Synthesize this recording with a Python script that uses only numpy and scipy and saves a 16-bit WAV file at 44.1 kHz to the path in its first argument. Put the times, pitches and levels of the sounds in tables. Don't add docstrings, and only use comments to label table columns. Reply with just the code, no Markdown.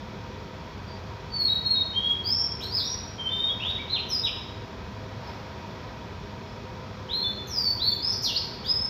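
import sys
import numpy as np
from scipy import signal
from scipy.fft import rfft, irfft, next_fast_len
from scipy.io import wavfile
from scipy.ndimage import uniform_filter1d

SR = 44100
rng = np.random.default_rng(int(sys.argv[2]) if len(sys.argv) > 2 else 0)


def master(y):
    cut = np.clip(np.atleast_2d(y).T, -1, 1)
    pcm = np.round(cut * 32767)
    wavfile.write(sys.argv[1], SR, pcm.astype(np.int16))


N = 392049


def undb(db):
    return 10 ** (np.asarray(db) / 20)


def unit(x):
    return x / np.sqrt(np.mean(x ** 2))


def colour(x, points):
    hz, db = np.transpose(points)
    size = next_fast_len(len(x) + 4096)
    f = np.maximum(np.arange(size // 2 + 1) * SR / size, 1)
    gain = undb(np.interp(np.log(f), np.log(hz), db))
    return irfft(rfft(x, size) * gain, size)[:len(x)]


def walk(rate, size):
    hold = max(int(SR / rate), 1)
    steps = np.repeat(rng.standard_normal(size // hold + 1), hold)
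    return 1.25 * uniform_filter1d(steps, hold)[:size]


# f/Hz, relative level/dB
RUSH_LOW = [(15, -51), (25, -32.5), (44, -6.5), (95, 0.5), (128, -5), (206, -7.5), (271, -11.5), (297, -15),
            (496, -12), (544, -19), (630, -15), (771, -17.5), (943, -16.5), (1180, -19), (2000, -24.5),
            (2600, -53.5), (4400, -120)]
RUSH_HIGH = [(1180, -41), (2000, -4), (2090, -7), (2200, 1), (2460, -0.5), (2720, -5), (3340, -3),
             (4480, -5.5), (5270, -7.5), (6990, -19), (8580, -39), (10300, -34), (12600, -31.5),
             (14900, -27.5), (15500, -33.5)]
# f/Hz, width/Hz, rms level/dB
HUM_LINES = [(103, 5, -50), (203, 4, -53.5), (239.5, 6, -61), (304, 4, -60), (378.5, 4, -57),
             (404.3, 13, -58), (515, 4, -56), (597, 14, -66.5), (644, 5, -59), (936, 24, -52.5),
             (977, 14, -58), (1011, 16, -57), (1282, 50, -61.5), (1567, 14, -64.5), (1914, 40, -65.5),
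             (2515, 65, -65), (3375, 200, -64), (5530, 120, -69)]

def fan(t, low_db=-39.7, high_db=-51.77):
    rush = undb(low_db) * unit(colour(rng.standard_normal(N), RUSH_LOW))
    rush += undb(high_db) * unit(colour(rng.standard_normal(N), RUSH_HIGH))
    hum = 0
    for hz, width, db in HUM_LINES:
        phase = 2 * np.pi * hz * t
        line = (1 + walk(2 * width, N)) * np.sin(phase)
        line += walk(2 * width, N) * np.cos(phase)
        hum += undb(db) * unit(line)
    return rush + hum


CATCH_S, RELEASE_S = 0.0036, 0.0059
# multiple of the pitch, level/dB against the fundamental
OVERTONES = [(2, -21), (3, -22.5), (4, -27)]

def squeak(pitch, db, attack, fade_db, even_db, odd_db, rasp):
    t = np.arange(len(pitch)) / SR
    jitter = 0.0025 * walk(160, len(t)) + rasp * 0.072 * walk(900, len(t))
    shimmer_db = 0.93 * walk(91.8, len(t)) + rasp * 3 * walk(300, len(t))
    phase = 2 * np.pi * np.cumsum(pitch * (1 + jitter)) / SR
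    ramp = np.clip(np.minimum(t / CATCH_S, (t[-1] - t) / RELEASE_S), 0, 1)
    gate = np.sin(ramp * np.pi / 2) ** 2
    swell_db = np.interp(t, [0, attack, max(attack, t[-1] - RELEASE_S)], [-14, 0, -fade_db])
    shrill_db = np.interp(pitch, [4900, 5900], [0, 13.5])
    tone = np.sin(phase)
    for k, base_db in OVERTONES:
        boost_db = odd_db if k % 2 else even_db + shrill_db
        below_nyquist = k * pitch < SR / 2
        tone += undb(base_db + boost_db) * np.sin(k * phase) * below_nyquist
    return gate * undb(db + swell_db + shimmer_db) * tone


# t/s, length/s, first f/Hz, settled f/Hz, settling time/s, level/dB,
# attack/s, fade/dB, even overtone boost/dB, odd overtone boost/dB, rasp/0-1
DRAWN_STROKES = [ (0.817, 0.1, 4690, 4640, 0.1, -46, 0.1, 6, -5, -6.5, 0),
                 (1.301, 0.061, 4530, 4507, 0.078, -24.5, 0.034, 4.5, -4, -5.5, 0),
                 (1.38, 0.11, 4440, 4100, .11, -17, 0.025, 13.5, -3.5, -5, 0.03),
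                 (1.476, 0.058, 3720, 3850, 0.012, -17.5, 0.016, 6, -3, -4, 0.16),
                 (1.932, 0.074, 3033, 3228, .025, -20.5, .022, 2.5, -13, -11.5, 0),
                 (2.01, 0.11, 3320, 3286, .021, -22, .031, -3.5, -13, -13, 0.13),
                 (2.237, 0.19, 4420, 5536, .063, -22.5, 0.034, -0.5, -11.5, 3, .18),
                 (2.813, 0.041, 3883, 3716, 0.019, -29.5, .004, 3.5, 9.5, 10, 0.26),
                 (2.835, 0.085, 5450, 6000, .13, -25.5, .038, 1.5, -11, -5, .15),
                 (3.181, 0.11, 3187, 3086, .07, -24.5, .02, 2, -18, -16.5, 0.02),
                 (3.284, 0.168, 3448, 3686, .045, -26.5, .035, -5, -5, -5, 0.2),
                 (3.476, 0.061, 3155, 3386, 0.022, -20, 0.018, 16, -6, -7.5, 0.4),
                 (4.087, 0.077, 6180, 4800, 0.032, -20, 0.045, 5, 4, 1, 0.3),
                 (7.086, 0.16, 2880, 4304, 0.03, -22.5, 0.043, 7, -8, -2, 0.3),
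                 (7.22, 0.086, 3270, 3506, 0.0066, -23, .023, 3, -2, -4, 0),
                 (7.468, .232, 6790, 4403, .07, -22, 0.11, 0.5, 0.5, 4.5, 0.5),
                 (7.791, 0.1, 3156, 4574, 0.034, -20.5, 0.031, -2, -8, 0, 0.2),
                 (7.901, .04, 3620, 3510, .016, -25, 0.0098, 6.5, 9.5, 0, 0),
                 (8.022, 0.083, 4854, 5950, 0.12, -19, 0.035, 8.5, 1, -9, .15),
                 (8.221, 0.085, 7180, 2010, 0.043, -18, 0.029, 11.5, 3.5, 3, 1),
                 (8.637, 0.039, 2860, 4670, 0.038, -29, 0.015, 6, 9, 9, 0.4),
                 (8.656, 0.12, 4530, 5242, 0.037, -17.5, 0.039, 10.5, 0, -3, 0.26),
                 (8.799, .093, 5136, 5560, 0.14, -25, 0.02, 11, 5, -9, 0.02), ]

def drawn_strokes():
    for start, length, first_hz, settled_hz, settling, *voicing, rasp in DRAWN_STROKES:
        t = np.arange(int((length + RELEASE_S) * SR)) / SR
        unsettled = np.exp(-t / settling)
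        pitch = settled_hz + (first_hz - settled_hz) * unsettled
        yield start, squeak(pitch, *voicing, rasp * unsettled)


def tiled_room(dry, t60_s=0.82, first_echo_s=0.0019, early_decay_s=0.03, echoes_per_s=600):
    t = np.arange(SR) / SR
    arrived = t > first_echo_s
    tail = rng.standard_normal(SR) * 1000 ** (-t / t60_s) * arrived
    echoes = rng.standard_normal(SR) * (rng.random(SR) < echoes_per_s / SR)
    early = echoes * np.exp(-t / early_decay_s) * arrived
    response = (undb(-3.5) * unit(tail) + undb(-4) * unit(early)) / np.sqrt(SR)
    response[0] += undb(-6)
    wet = signal.fftconvolve(dry, response)
    return wet * np.sqrt(np.sum(dry ** 2) / np.sum(wet ** 2))


# t/s, length/s, time to crest/s, first f/Hz, crest f/Hz, last f/Hz,
# level/dB, fade/dB, even overtone boost/dB, odd overtone boost/dB, rasp/0-1
FLICKS = [ (1.647, 0.12, 0.02, 4160, 4288, 4195, -16, 14, -9, -11, 0.07),
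          (1.74, 0.088, 0.017, 3930, 3812, 3714, -18, 8.5, -13, -14, 0),
          (2.602, 0.04, 0.047, 2750, 4504, 4650, -24, -5, 14.5, 8, 1),
          (2.708, .096, .046, 4490, 5150, 3650, -20, 5.5, 4, 2, 0.37),
          (3.593, 0.11, 0.11, 2370, 3786, 3760, -20, 13, -7, -9, 0.54),
          (3.781, 0.023, 0.015, 1970, 2304, 2340, -26.5, 20, -10, -12, 0),
          (3.892, 0.085, 0.03, 3850, 4175, 2760, -20.5, 5, -15, -10, 0.64),
          (4.228, .052, 0.014, 3600, 3877, 2465, -18, 10, -6, -2, 0.53),
          (5.263, .015, .01, 4930, 5100, 5400, -44.5, 2, 1, 0, .1),
          (6.439, .074, .046, 4944, 5090, 5200, -55, 3, 0, 0, 0.05),
          (8.108, .028, 0.019, 4920, 5840, 4810, -25.5, -4, 1, 3, 1),
          (8.342, .036, 0.021, 2514, 4350, 5080, -20, 2, -8, -9, 0.36), ]

def flicks(arch_power=1.4):
    for start, length, crest, first_hz, crest_hz, last_hz, db, *voicing, rasp in FLICKS:
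        t = np.arange(int((length + RELEASE_S) * SR)) / SR
        off_crest = np.interp(t, [0, crest, max(crest, length)], [1, 0, 1])
        flank_hz = np.where(t < crest, first_hz, last_hz)
        pitch = crest_hz + (flank_hz - crest_hz) * off_crest ** arch_power
        yield start, squeak(pitch, db, crest, *voicing, rasp * off_crest)


def marker(trim_db=-0.03):
    out = np.zeros(N + 2 * SR)
    for start, dry in [*drawn_strokes(), *flicks()]:
        wet = tiled_room(dry)
        at = int(start * SR)
        out[at:at + len(wet)] += wet
    return undb(trim_db) * out[:N]


# peak t/s, half-width/s, level/dB
RUBS = [(3.65, 0.66, -47.5), (5.294, 0.11, -45), (5.62, 0.42, -48.5)]

def rubbing(t):
    swell = sum(undb(db) * np.exp(-((t - peak) / width) ** 2) for peak, width, db in RUBS)
    spectrum = [(250, -1), (640, 10.5), (1400, 3.5), (2400, -2.5), (2850, -6), (5200, -9), (15000, -23)]
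    return swell * unit(colour(rng.standard_normal(N), spectrum))


# f/Hz, gain/dB
MIC_RESPONSE = [(2000, -2), (5400, 1.5), (6400, -9), (7200, -16), (8300, -25), (10000, -26), (12500, -7.5),
                (15500, -10.5)]

def scene():
    t = np.arange(N) / SR
    room_tone = fan(t)
    board = colour(marker() + rubbing(t), MIC_RESPONSE)
    return (room_tone + board)[None]


def record(dry, low_cut_hz=40, top_hz=15550):
    low_cut = signal.butter(3, low_cut_hz, "high", fs=SR, output="sos")
    top_cut = signal.ellip(12, 0.1, 90, top_hz, fs=SR, output="sos")
    return signal.sosfilt(top_cut, signal.sosfilt(low_cut, dry))


dry = scene()
out = record(dry)
master(out)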